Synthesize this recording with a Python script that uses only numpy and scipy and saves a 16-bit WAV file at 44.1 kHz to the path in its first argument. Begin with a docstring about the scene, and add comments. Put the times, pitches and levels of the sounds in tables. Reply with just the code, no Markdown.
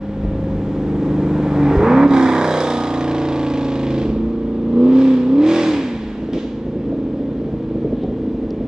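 """A forest road: a cross-plane V8 sports car cruises up, floors it beside a microphone lying in the leaves,
shifts up and pulls away. Far off it lifts, swells twice on the throttle, pops and burbles on the overrun.
Uneven firings make exhaust orders and burble; sharp fronts in the pipes bark, and noise puffs make gas rasp.
Tyre noise roars past, fuel thuds and cracks, short noises tick, and random decaying tails answer as the trees."""
import sys
import numpy as np
from scipy import signal
from scipy.fft import rfft, irfft
from scipy.io import wavfile
from scipy.ndimage import uniform_filter1d, map_coordinates

SR = 44100
rng = np.random.default_rng(int(sys.argv[2]) if len(sys.argv) > 2 else 0)


def store_wav(level_fs):
    """Save 16-bit WAV to argv[1]."""
    pcm = np.round(np.clip(np.atleast_2d(level_fs), -1, 1) * 32767)
    wavfile.write(sys.argv[1], SR, pcm.T.astype(np.int16))


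N = 382347
TIME = np.arange(N) / SR


def undb(db):
    """Decibels to gain."""
    return 10 ** (np.asarray(db) / 20)


def curves(rows):
    """The columns of a table, joined by straight lines in time."""
    time_s, *columns = np.transpose(rows)
    return [np.interp(TIME, time_s, column) for column in columns]


def unit(x):
    """Scale to rms 1."""
    return x / np.sqrt(np.mean(x ** 2))


def steady(x, size=4410):
    """Scale to a running rms of 1; the single beats stay."""
    power = uniform_filter1d(uniform_filter1d(x ** 2, size), size // 2)
    return x / np.sqrt(power + 1e-12)


def noise():
    """White noise."""
    return rng.standard_normal(N)


def band(x, lo_hz, hi_hz, order=4):
    """Band-pass without delay."""
    sos = signal.butter(order, [lo_hz, hi_hz], "band", fs=SR, output="sos")
    return signal.sosfiltfilt(sos, x, padtype=None)


def colour(x, points, size=4096):
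    """Ring x through a causal (minimum-phase) body with the given spectrum."""
    hz, db = np.transpose(points)
    f = np.arange(size // 2 + 1) * SR / size
    cepstrum = irfft(np.log(undb(np.interp(np.log(f + 1), np.log(hz), db))))
    cepstrum[1:size // 2] *= 2
    cepstrum[size // 2 + 1:] = 0
    return signal.fftconvolve(x, irfft(np.exp(rfft(cepstrum))))[:N]


def clicks(at, sizes):
    """Impulses at fractional sample positions."""
    i = np.clip(at.astype(int), 0, N - 2)
    return np.bincount(i, sizes * (1 - at % 1), N) + np.bincount(i + 1, sizes * (at % 1), N)


def fade(start_s, t60_s):
    """A sudden start that dies by 60 dB in t60_s."""
    return (TIME >= start_s) * np.exp(-np.log(1000) * np.maximum(TIME - start_s, 0) / t60_s)


def swell(centre_s, width_s):
    """A Gaussian bump in time."""
    return np.exp(-.5 * ((TIME - centre_s) / width_s) ** 2)


def ramp(start_s, length_s):
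    """From 0 to 1 in a straight line."""
    return np.clip((TIME - start_s) / length_s, 0, 1)


def walk(rate):
    """Slow chance: random levels joined smoothly, rate per s, spread near 1."""
    knots = rng.standard_normal(int(N / SR * rate) + 2)
    joined = np.interp(TIME * rate, np.arange(len(knots)), knots)
    return 1.9 * uniform_filter1d(joined, int(SR / rate / 2))


def blip(top_s, rise_s, fall_s):
    """A smooth rise to 1 and fall."""
    triangle = np.interp(TIME, [top_s - rise_s, top_s, top_s + fall_s], [0, 1, 0])
    return np.sin(np.pi / 2 * triangle) ** 2


# four-stroke cycle rate, eight firings a cycle, before blips: time_s, cycle_hz
SPEED = [(0, 25.58), (1.4, 24.99), (1.72, 23.74), (1.8, 25.5), (1.95, 32.76), (2.05, 35.88), (2.11, 34.58),
         (2.27, 32.3), (2.47, 31.57), (2.78, 29.69), (2.92, 29.19), (3.2, 28.54), (3.7, 27.28),
         (4.0, 26.63), (4.3, 28.52), (4.6, 28.25), (6.15, 26.35), (6.35, 27.76), (6.6, 27.23), (7.0, 27.67),
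         (8.2, 26.55), (8.67, 27)]
# throttle blips: top_s, added_cycle_hz, rise_s, fall_s, extra_level_db
BLIPS = [(5.031, 5.36, .434, .425, -9), (5.562, 14.3, .395, .491, 0.5)]


def cycle_rate():
    """Engine cycles per second; each throttle blip raises the revs and lets them fall."""
    return curves(SPEED)[0] + sum(added * blip(top, rise, fall) for top, added, rise, fall, _ in BLIPS)


# the eight firings of a cycle, late from unequal pipes: strength_db, lateness_firing_intervals
CYLINDERS = [(5, -0.019), (0, 0.13), (-2, -0.0052), (5.5, -0.058), (-0.5, .17), (-1, .1), (-4.5, -0.078),
             (0.5, 0.16)]


def firings(turns, scatter_db, jitter_s, count=8):
    """Sample position and strength of every firing, uneven by cylinder and by chance."""
    n = np.arange(int(turns[-1] * count) - 1)
    db, late = np.array(CYLINDERS)[n % count].T
    chance = rng.standard_normal((len(n), 2)).T
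    at = np.interp((n + late) / count, turns, np.arange(N)) + jitter_s * SR * chance[0]
    return at, undb(db + scatter_db * chance[1])


def order_wave(turns, k, waver_rad=0.11, count=8):
    """One exhaust order near rms 1: the firing pattern sets its phase, shifting reflections make it waver."""
    cylinder_db, late = np.transpose(CYLINDERS)
    firing_angle = 2 * np.pi * k * (np.arange(count) + late) / count
    pattern = np.sum(undb(cylinder_db) * np.exp(-1j * firing_angle))
    return np.sqrt(2) * np.cos(2 * np.pi * k * turns + np.angle(pattern) + waver_rad * walk(8))


# level of the lope: time_s, level_db
LOPE = [(.14, -30.5), (.23, -25), (.68, -23), (1.1, -19), (1.65, -16.5), (1.75, -20.5), (1.83, -16.5),
        (2.6, -25), (3.1, -20), (4.05, -20), (4.3, -25.5), (4.6, -24), (4.95, -23), (5.25, -27),
        (5.52, -22.5), (5.85, -27), (6.12, -31), (6.3, -23.5), (6.52, -28.5), (6.8, -23), (7.1, -23.5),
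        (8.67, -24.5)]
# level of the firing tone, the eighth order: time_s, level_db
TONE = [(1.82, -29), (1.92, -12.5), (2.02, -9.5), (2.2, -11.5), (2.48, -30.5), (3.3, -42), (4.0, -26),
        (4.13, -21), (4.62, -23.5), (4.85, -9.5), (5.05, -11), (5.22, -16), (5.4, -10), (5.55, -14.5),
        (5.72, -17.5), (6.05, -31)]
# full throttle per voice: before_shift_db, after_shift_db, fade_db_per_s, blip_db, blip_sharpness (exponent)
THROTTLE = {"honk": (-30, -31, 10, -29, 8), "bark": (-21.5, -21, 9, -29, 3),
            "blare": (-30, -33.5, 5.5, -31.5, 2.5), "rasp": (-54, -39.5, 3, -33.5, 3.5)}
# tailpipes swing towards the microphone, the narrow treble beam last, per voice: centre_s, width_s, level_db
BEAM = {"honk": (2.52, .19, -22), "bark": (2.45, .2, -37), "blare": (2.33, .23, -28.5),
        "rasp": (2.62, .16, -36.3)}
# off the throttle, per voice: tyres_at_kerb_db, distance_power, rel_to_exhaust_note_db, forest_air_db
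ROLLING = {"honk": (-24, 4, -20.5, -49.5), "bark": (-27, 0.78, -27.5, -54.5),
           "blare": (-37, 0.78, -47.5, -59), "rasp": (-49.5, 0.48, -44, -62.5)}
# a blip comes down the road, then lingers among the trees: smear_s, level_db
BLIP_PATHS = [(0.028, -5.5), (.31, -4.5)]
FLOORED_S, SHIFT_S, LIFT_S, OPEN_S, CLOSE_S = 1.79, 2.089, 4.023, 0.061, 0.1
PASS_S, SPEED_M_S, KERB_M = 1.75, 20.9, 2.19
BLIP_LEAD_S, BLIP_OPEN_RATIO, BLIP_CLOSE_RATIO = .06, .65, 1.22


def blip_level(blip_db, sharp):
    """The throttle leads the revs, opens faster than they rise and closes more slowly than they fall."""
    stabs = sum(undb(blip_db + db) * blip(top - BLIP_LEAD_S, BLIP_OPEN_RATIO * up, BLIP_CLOSE_RATIO * down) ** sharp
                for top, _, up, down, db in BLIPS)
    return sum(undb(db) * signal.lfilter([1], [smear * SR, 1 - smear * SR], stabs) for smear, db in BLIP_PATHS)


def loudness(voice):
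    """Level of one voice: full throttle, blips, exhaust note, tyres and forest air add up in power."""
    kick_db, pull_db, fade_db, blip_db, sharp = THROTTLE[voice]
    beam_s, beam_width_s, beam_db = BEAM[voice]
    tyre_db, falloff, note_db, air_db = ROLLING[voice]
    kick = undb(kick_db) * ramp(FLOORED_S, OPEN_S) * (1 - ramp(SHIFT_S - OPEN_S, OPEN_S))
    held = ramp(SHIFT_S - .01, OPEN_S) * np.exp(-np.maximum(TIME - LIFT_S, 0) / CLOSE_S)
    beam = undb(beam_db) * swell(beam_s, beam_width_s)
    pull = held * np.hypot(undb(pull_db - fade_db * (TIME - SHIFT_S)), beam)
    blips = blip_level(blip_db, sharp)
    distance_m = np.hypot(KERB_M, SPEED_M_S * (TIME - PASS_S))
    tyres = undb(tyre_db) * (KERB_M / distance_m) ** falloff
    note = undb(note_db) * np.hypot(undb(curves(LOPE)[0]), undb(curves(TONE)[0]))
    return np.sqrt(kick ** 2 + pull ** 2 + blips ** 2 + tyres ** 2 + note ** 2 + undb(air_db) ** 2)


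# names of the ways the car is driven
DRIVES = ("cruise", "kick", "launch", "pull", "rev", "coast")
# how it is driven: time_s, drive, irregular_amplitude_share (0-1)
DRIVING = [(.5, "cruise", .7), (.8, "cruise", .45), (1.7, "cruise", .42), (1.8, "kick", .6),
           (2.04, "kick", .35), (2.2, "launch", .25), (2.6, "launch", .22), (2.9, "pull", .17),
           (3.96, "pull", .18), (4.08, "coast", .8), (4.25, "coast", .35), (4.68, "coast", .3),
           (4.78, "rev", .18), (5.62, "rev", .2), (5.9, "coast", .65), (6.6, "coast", .44),
           (7.9, "coast", .54)]


def driven(dbs):
    """A gain that follows the drive, from one dB value per drive."""
    time_s, drive, _ = zip(*DRIVING)
    return np.interp(TIME, time_s, undb([dbs[DRIVES.index(d)] for d in drive]))


# lope orders around the firing tone: cycle_rate_multiple (rounded in use), then level_db in each of DRIVES
NOTE = [(2.0, -14, -17.5, -38.5, -14, -22, -9), (3.0, -16.5, -10.5, -14, -10.0, -10.0, -13.0),
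        (4.0, -15, -20, -28, -23, -10, -19.5), (5.0, -10, -2, -5.5, -4, -5.5, -8.0),
        (6.0, 1.5, -6.5, -14.5, -17, -5, -9), (7.0, -9, -7, -13, -21, -9, -12.5),
        (9.0, -11.5, -11.5, -15, -1.5, 0.5, -0.5), (10.0, -12.5, -7, -3.5, 1, -13, -0.5),
        (11.0, -1.5, -6.5, -9, -1, -1, -5.5), (11.9, -1, -5, -2.5, -3.5, 3, -1),
        (13.0, -14, -8.5, -4.5, -5.5, -2, -5.5), (14.0, -4.5, -6, -19.5, -13, -2.5, -16),
        (15.0, -22.5, -16, -6.5, -18.5, -4, -13.5), (16.0, -17, -3.5, -4.5, -9, -4.0, -8),
        (17.1, -17, -19, -9, -11, -15, -8.5), (18.0, -24.0, -13, -15, -21, -16.5, -17.5),
        (19.0, -18, -9.5, -8.5, -13.5, -13.0, -11), (20.0, -23, -11, -21.0, -7, -16, -20),
        (21.0, -14.0, -11, -15, -14.5, -25, -19)]
STUMBLE_S, STUMBLE_DB, STUMBLES_PER_S = 5.7, 1.8, 22


def lope_orders(turns, waver_db=1.5):
    """Exhaust orders of the uneven firing pattern, unsettled by shifting paths between the trunks."""
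    # high orders blur most, and all blur more far away
    blur_rad = .014 + .03 * ramp(STUMBLE_S, .3) + .015 * (1 - ramp(1.5, .2))
    return sum(driven(dbs) * undb(waver_db * np.sqrt(k / 8) * walk(4))
               * order_wave(turns, round(k), waver_rad=k * blur_rad) for k, *dbs in NOTE)


# muffler spectrum: freq_hz, density_db_per_hz
BURBLE = [(24, -30.5), (40, -1.5), (108, -11), (144, -6.5), (251, -3), (302, -3.5), (329, -4), (431, -4.5),
          (689, -18.5), (740, -27), (1200, -45.5), (1560, -75.5), (2640, -120)]


def muffler_burble(turns):
    """Firings of random size and sign ring through the muffler."""
    at, size = firings(turns, scatter_db=0.5, jitter_s=0.00024)
    return colour(clicks(at, size * rng.standard_normal(len(at))), BURBLE)


# exhaust shudders when the load changes: start_s, level_db, t60_s
SHUDDERS = [(.2, -22.5, 2.4), (2.075, -27, .3), (4.079, -26.5, 2.6)]
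RUMBLE_DB, RUMBLE_UP_TO_HZ, RUMBLE_DB_PER_HZ, RUMBLE_LEAST_DB = -36.5, 26.8, 5, -55.5


def rumble(flow, rough, hz):
    """The lowest exhaust flow; it thins as the engine speeds up and shudders when the load changes."""
    wave = steady(band(flow, 40, 72) + 0.052 * rough * unit(band(noise(), 24, 45, order=2)), size=8820)
    level_db = np.clip(RUMBLE_DB - RUMBLE_DB_PER_HZ * (hz - RUMBLE_UP_TO_HZ), RUMBLE_LEAST_DB, RUMBLE_DB)
    shudder = sum(undb(db) * fade(start, t60) for start, db, t60 in SHUDDERS)
    return np.hypot(undb(level_db), uniform_filter1d(shudder, size=1764)) * wave


# an order flares sweeping through a pipe resonance: centre_s, cycle_rate_multiple, width_s, level_db
FLARES = [(.2, 21, 0.72, -39.5), (0.419, 4, 0.21, -28.5), (1.3, 12, 0.21, -25), (1.65, 12, 0.05, -18),
          (1.82, 16, 0.062, -20), (2.281, 10, 0.1, -27.5), (2.62, 17, 0.076, -30.5),
          (2.76, 8, 0.065, -28.5), (4.8, 16, 0.036, -25.5), (4.82, 11, 0.062, -27), (4.83, 19, .06, -34.5),
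          (5.55, 7, .11, -30), (7, 10, 0.17, -33)]
# overtones relative to the lope: level_db in each of DRIVES
HONK_DB = (-11.5, -4.5, -13, -9, -3.5, -9)


def exhaust(hz, turns, order=8):
    """Firing tone, flares, lope and its honk, and rumble; off the throttle uneven firing makes it stumble."""
    time_s, _, rough = zip(*DRIVING)
    rough = np.clip(np.interp(TIME, time_s, rough), 0, .95)
    flow = np.sqrt(1 - rough ** 2) * steady(lope_orders(turns)) + rough * steady(muffler_burble(turns))
    flow = flow * undb(STUMBLE_DB * ramp(STUMBLE_S, 0.23) * walk(STUMBLES_PER_S))
    lope = undb(curves(LOPE)[0])
    honk = np.hypot(driven(HONK_DB) * lope, loudness("honk"))
    tone = undb(curves(TONE)[0]) * order_wave(turns, order)
    flares = sum(undb(db) * swell(centre, width) * order_wave(turns, round(k))
                 for centre, k, width, db in FLARES)
    lows = lope * steady(band(flow, 66, 375.7, order=6))
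    mids = honk * steady(band(flow, 409.0, 800, order=6))
    return tone + flares + lows + mids + rumble(flow, rough, hz)


# tyre noise spectrum: freq_hz, density_db_per_hz
TYRES = [(500, -4), (850, 4), (1300, -8.5), (1900, -10.5), (2700, -21.5), (3500, -27.5), (4300, -34),
         (6500, -44.5), (9500, -54.5), (14000, -67)]


def tyre_roar():
    """Coloured noise; a fine sizzle in it swells during the approach, around 1.1 s."""
    road = colour(noise(), TYRES)
    return road + 1.3 * swell(1.1, 0.58) * band(road, 6000, 15000, order=2)


# tailpipe spectrum: freq_hz, density_db_per_hz
PIPE = [(400, -19), (700, -2), (800, -0.5), (900, 0.5), (985, 2), (1080, -0.5), (1240, -1.5), (1380, -9),
        (1750, -9.5), (2150, -16), (2700, -30.5), (4000, -54.5)]


def pipe_clatter(turns, trips_s=(.0023, .0037), echo=0.57):
    """Each pulse runs up and down the pipes (all-pass loops) and leaves them as a short train."""
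    x = clicks(*firings(turns, scatter_db=1.3, jitter_s=.00004))
    for trip_s in trips_s:
        loop = np.r_[1, np.zeros(int(trip_s * SR)), echo]
        x = signal.lfilter(loop[::-1], loop, x)
    return colour(x, PIPE)


# steep front of each of the eight firings; one cylinder snaps hardest, another half a cycle later: level_db
FRONT_DB = (0, -8, -9, -18, -4, -11, -16, -18)
FRONT_SCATTER_DB, FRONT_DECAY_S, PUFF_DECAY_S = .8, .0012, .007  # decays: time constants of the power


def jet_gas(turns, pulsed):
    """Each firing's front snaps out of the pipe, and a puff of gas trails it."""
    at, _ = firings(turns, scatter_db=0, jitter_s=.00006)
    size = undb(np.resize(FRONT_DB, len(at)) + FRONT_SCATTER_DB * rng.standard_normal(len(at)))

    def burst(decay_s):
        """Noise that starts with every front and dies away."""
        power = signal.lfilter([1], [1, -np.exp(-1 / (decay_s * SR))], clicks(at, size ** 2))
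        return unit(noise() * np.sqrt(power))

    snap = .6 * burst(FRONT_DECAY_S) + .33 * unit(clicks(at, size))
    return burst(PUFF_DECAY_S) + pulsed ** 2 * snap


# gas spectra, close by and far off: freq_hz, density_db_per_hz
GAS = [(1400, 10.5), (2150, 4.5), (2700, -8.5), (3400, -1.5), (3900, -2.5), (4200, -12.5), (5000, -8.5),
       (5600, -13.5), (7800, -18.5), (9500, -22), (10800, -35.5), (15000, -43)]
FAR_GAS = [(1400, 7), (2500, 4.5), (3700, 0), (4300, -5.5), (5100, -8), (5700, -12), (7700, -18.5),
           (10000, -32.5), (15000, -58.5)]


def gas_rasp(turns, pulsed, roar, rasp_db):
    """Distance dulls the jet and the trees blur its puffs; far off, a harder jet is brighter."""
    gas = jet_gas(turns, pulsed)
    far = ramp(2.65, 0.76)
    gas = (1 - far) * colour(gas, GAS) + far * colour(gas + 3 * roar ** 2 * noise(), FAR_GAS)
    bright_db = far * np.clip(.6 * (rasp_db + 44), -4, 6)
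    return gas + (undb(bright_db) - 1) * band(gas, 4700, 15000, order=2)


# overtones ringing in the tailpipes under load: cycle_rate_multiple, near_db, far_db
BARK = [(22.0, 1.5, -2.5), (23.0, -0.5, -6.5), (24.0, -15.5, -0.5), (25.0, -17.5, 0.0), (26.0, -7.5, -0.5),
        (27.0, -13, -10.5), (28.0, -8.5, -10), (29.0, -6.0, -6.5), (30.0, 1, -9.5), (31.0, 2, 1.5),
        (32.0, -4.5, -7), (33.0, -3.5, -6), (34.0, -10, -9), (35.0, -6, -5.5), (36.0, -11, -20),
        (37.0, -5, -4), (38.0, -7, -15), (39.0, -12.5, -7.5), (40.0, -7.5, -6.5), (41.0, -4, -6.5),
        (42.0, -14, -3)]


def overtones(turns):
    """The high orders of a hard pull; their balance shifts as the car recedes."""
    far = ramp(2.476, .35)
    return sum((undb(near_db) * (1 - far) + undb(far_db) * far) * undb(2 * walk(5))
               * order_wave(turns, round(k), waver_rad=0.57) for k, near_db, far_db in BARK)


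# smooth roar of tyres and trees: time_s, amplitude_share (0-1)
ROAR = [(1.76, 1), (1.86, .5), (2.3, .22), (3.9, .25), (4.3, .66), (4.85, .5), (5.55, .5), (6.1, .89)]


def edge(turns):
    """Sharp pulse fronts bark in the tailpipes, gas rasps after each, and the tyres roar underneath."""
    rasp = loudness("rasp")
    rasp_db = 20 * np.log10(rasp)
    roar = np.clip(curves(ROAR)[0], 0, .98)
    pulsed = np.sqrt(1 - roar ** 2)
    pipe, road = pipe_clatter(turns), tyre_roar()
    gas = gas_rasp(turns, pulsed, roar, rasp_db)
    # gas takes over from road hiss where it grows loud, less so before the upshift
    jet = np.clip((rasp_db + 58) / 10, .03, 1) * np.clip((TIME - 2.06) / 0.059, .25, 1)

    def hiss(lo_hz, hi_hz):
        """Gas and road noise in one band."""
        gas_part = np.sqrt(jet) * steady(band(gas, lo_hz, hi_hz))
        return gas_part + np.sqrt(1 - jet) * steady(band(road, lo_hz, hi_hz))

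    # in the long pull the pipes settle on their overtones
    settled = .8 * ramp(SHIFT_S, .1) * (1 - ramp(LIFT_S, .1))
    brass = np.sqrt(settled) * steady(overtones(turns)) + np.sqrt(1 - settled) * steady(band(pipe, 640, 1400))
    bark = pulsed * brass + roar * steady(band(road, 650, 1430))
    blare = 0.42 * pulsed * steady(band(pipe, 1400, 2700)) + np.sqrt(1 - .5 * pulsed ** 2) * hiss(1348, 2580)
    return loudness("bark") * bark + loudness("blare") * blare + rasp * hiss(2655, 12000)


# dry ticks, one at the upshift, two late among the leaves: start_s, level_db
TICKS = [(2.092, -45), (8.036, -52), (8.506, -41.5)]


def buffet_stir_and_ticks():
    """The car's bow wave buffets the microphone; a dry tick at the upshift, two late; leaves stir once."""
    buffet = undb(-17.5) * swell(1.78, 0.025) * steady(band(noise(), 25, 95, order=2))
    ticks = sum(undb(db) * fade(start, 0.014) for start, db in TICKS)
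    stir = undb(-58) * swell(8.01, .05) * unit(band(noise(), 2700, 4100, order=2)) * undb(2 * walk(90))
    return buffet + stir + ticks * unit(band(noise(), 2700, 6000, order=2))


# thuds at the upshift and on the overrun: start_s, relative_db
POPS = [(2.089, -20), (6.331, -21), (6.352, -20.5), (6.443, -28), (6.742, -24), (6.865, -30), (6.918, -16),
        (7.192, -21), (7.465, -19), (7.748, -18), (7.844, -15.5), (7.923, -17), (8.033, -16), (8.11, -20),
        (8.183, -27), (8.222, -29), (8.273, -23), (8.509, -22.5), (8.605, -23.5)]


def thuds():
    """Unburnt fuel thuds in the muffler: a push and a short flutter."""
    start_s, db = np.transpose(POPS)
    push = 6.5 * clicks(start_s * SR, undb(db))
    flutter = 0.68 * noise() * sum(undb(db) * fade(start, 0.16) for start, db in POPS)
    thud = colour(push + flutter, BURBLE) / np.std(colour(noise(), BURBLE))
    return undb(2.5) * band(thud, 99, 1100, order=2)


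# cracks from the tailpipe: start_s, relative_db, t60_s
BACKFIRES = [(6.332, -44, 0.65)]
# a crack comes down the road and again off the bank: lag_s, level_db
CRACK_PATHS = [(0, 3), (0.046, -4.5)]
# crack spectrum: freq_hz, density_db_per_hz
CRACK = [(400, -27), (900, -1.5), (1400, -7.5), (3400, -6), (4500, -14.5), (6500, -20.5), (9000, -41),
         (12000, -69)]
SNAP_DB, SNAP_T60_S = 3.5, 0.027  # sharp front


def cracks():
    """Some charges crack with a sharp front, and the crack lingers among the trees."""
    level = sum(undb(db + path_db) * fade(start + lag, t60)
                for start, db, t60 in BACKFIRES for lag, path_db in CRACK_PATHS)
    snap = sum(undb(db + SNAP_DB) * fade(start, SNAP_T60_S) for start, db, _ in BACKFIRES)
    return (level + snap) * unit(colour(noise(), CRACK))


# after some thuds a tailpipe rings: start_s, level_db
RINGS = [(7.47, -39), (8.036, -37)]
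RING_HZ, RING_T60_S = 760, 0.25


def tailpipe_rings():
    """Narrow noise at the pipe's pitch, struck and dying away."""
    level = sum(undb(db) * fade(start, RING_T60_S) for start, db in RINGS)
    ring = level * steady(band(noise(), RING_HZ - 20, RING_HZ + 20, order=2))
    return band(ring, 500, 1100, order=2)


def forest(x, t60_s, low_db, high_db, leaves_db):
    """Trunks and the leaves in front scatter sound: both ports share one tail, each adds its own treble."""
    def scatter(start_s, decay_s):
        """One random tail."""
        tail = (noise() * fade(start_s, decay_s))[:SR]
        return signal.fftconvolve(x, tail / np.linalg.norm(tail))[:N]

    leaves = np.array([scatter(.001, .14) for _ in range(2)])
    trunks = np.array([scatter(0.0093, t60_s) for _ in range(2)])
    ports = undb(high_db) * trunks + undb(leaves_db) * leaves
    treble = signal.sosfilt(signal.butter(2, 2200, "high", fs=SR, output="sos"), ports)
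    return undb(low_db) * scatter(0.019, t60_s) + treble


# bearing of the car: time_s, left_minus_right_db, left_lag_samples
BEARING = [(1.5, 0.2, 1.34), (2.2, -2.3, 1.66), (3, -1.1, 1.714), (5, -0.8, 1.6), (8.67, -0.4, 0.79)]
# tailpipes aim down the open road at the microphone, so the trees answer less: centre_s, width_s, level_db
CLEAR_VIEW = (3.3, .6, -6)


def scene():
    """The car on its way past, with the ignition cut briefly for the upshift."""
    hz = cycle_rate()
    turns = np.cumsum(hz) / SR
    cut = np.exp(-((TIME - SHIFT_S) / .015) ** 4)
    pops = thuds() + tailpipe_rings() + cracks()
    car = (exhaust(hz, turns) * undb(-16 * cut) + edge(turns) + pops) * ramp(0, .02)
    view_s, view_width_s, view_db = CLEAR_VIEW
    scattered = car * undb(view_db * swell(view_s, view_width_s))
    pan_db, lag = curves(BEARING)
    left = map_coordinates(car, [np.arange(N) - lag], order=3, mode="nearest")
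    answer = forest(scattered, t60_s=0.57, low_db=-11.5, high_db=-4, leaves_db=-3.5)
    ports = np.array([left, car]) + answer
    return ports * undb(np.array([pan_db, -pan_db]) / 2) + buffet_stir_and_ticks()


TOP_HZ = 15200


def record(dry):
    """The very loudest peaks are rounded and the treble is cut above TOP_HZ."""
    rounded = dry / (1 + np.abs(dry / .95) ** 8) ** (1 / 8)
    return signal.sosfilt(signal.ellip(8, .2, 70, TOP_HZ, fs=SR, output="sos"), rounded)


dry = scene()
out = record(dry)
store_wav(out)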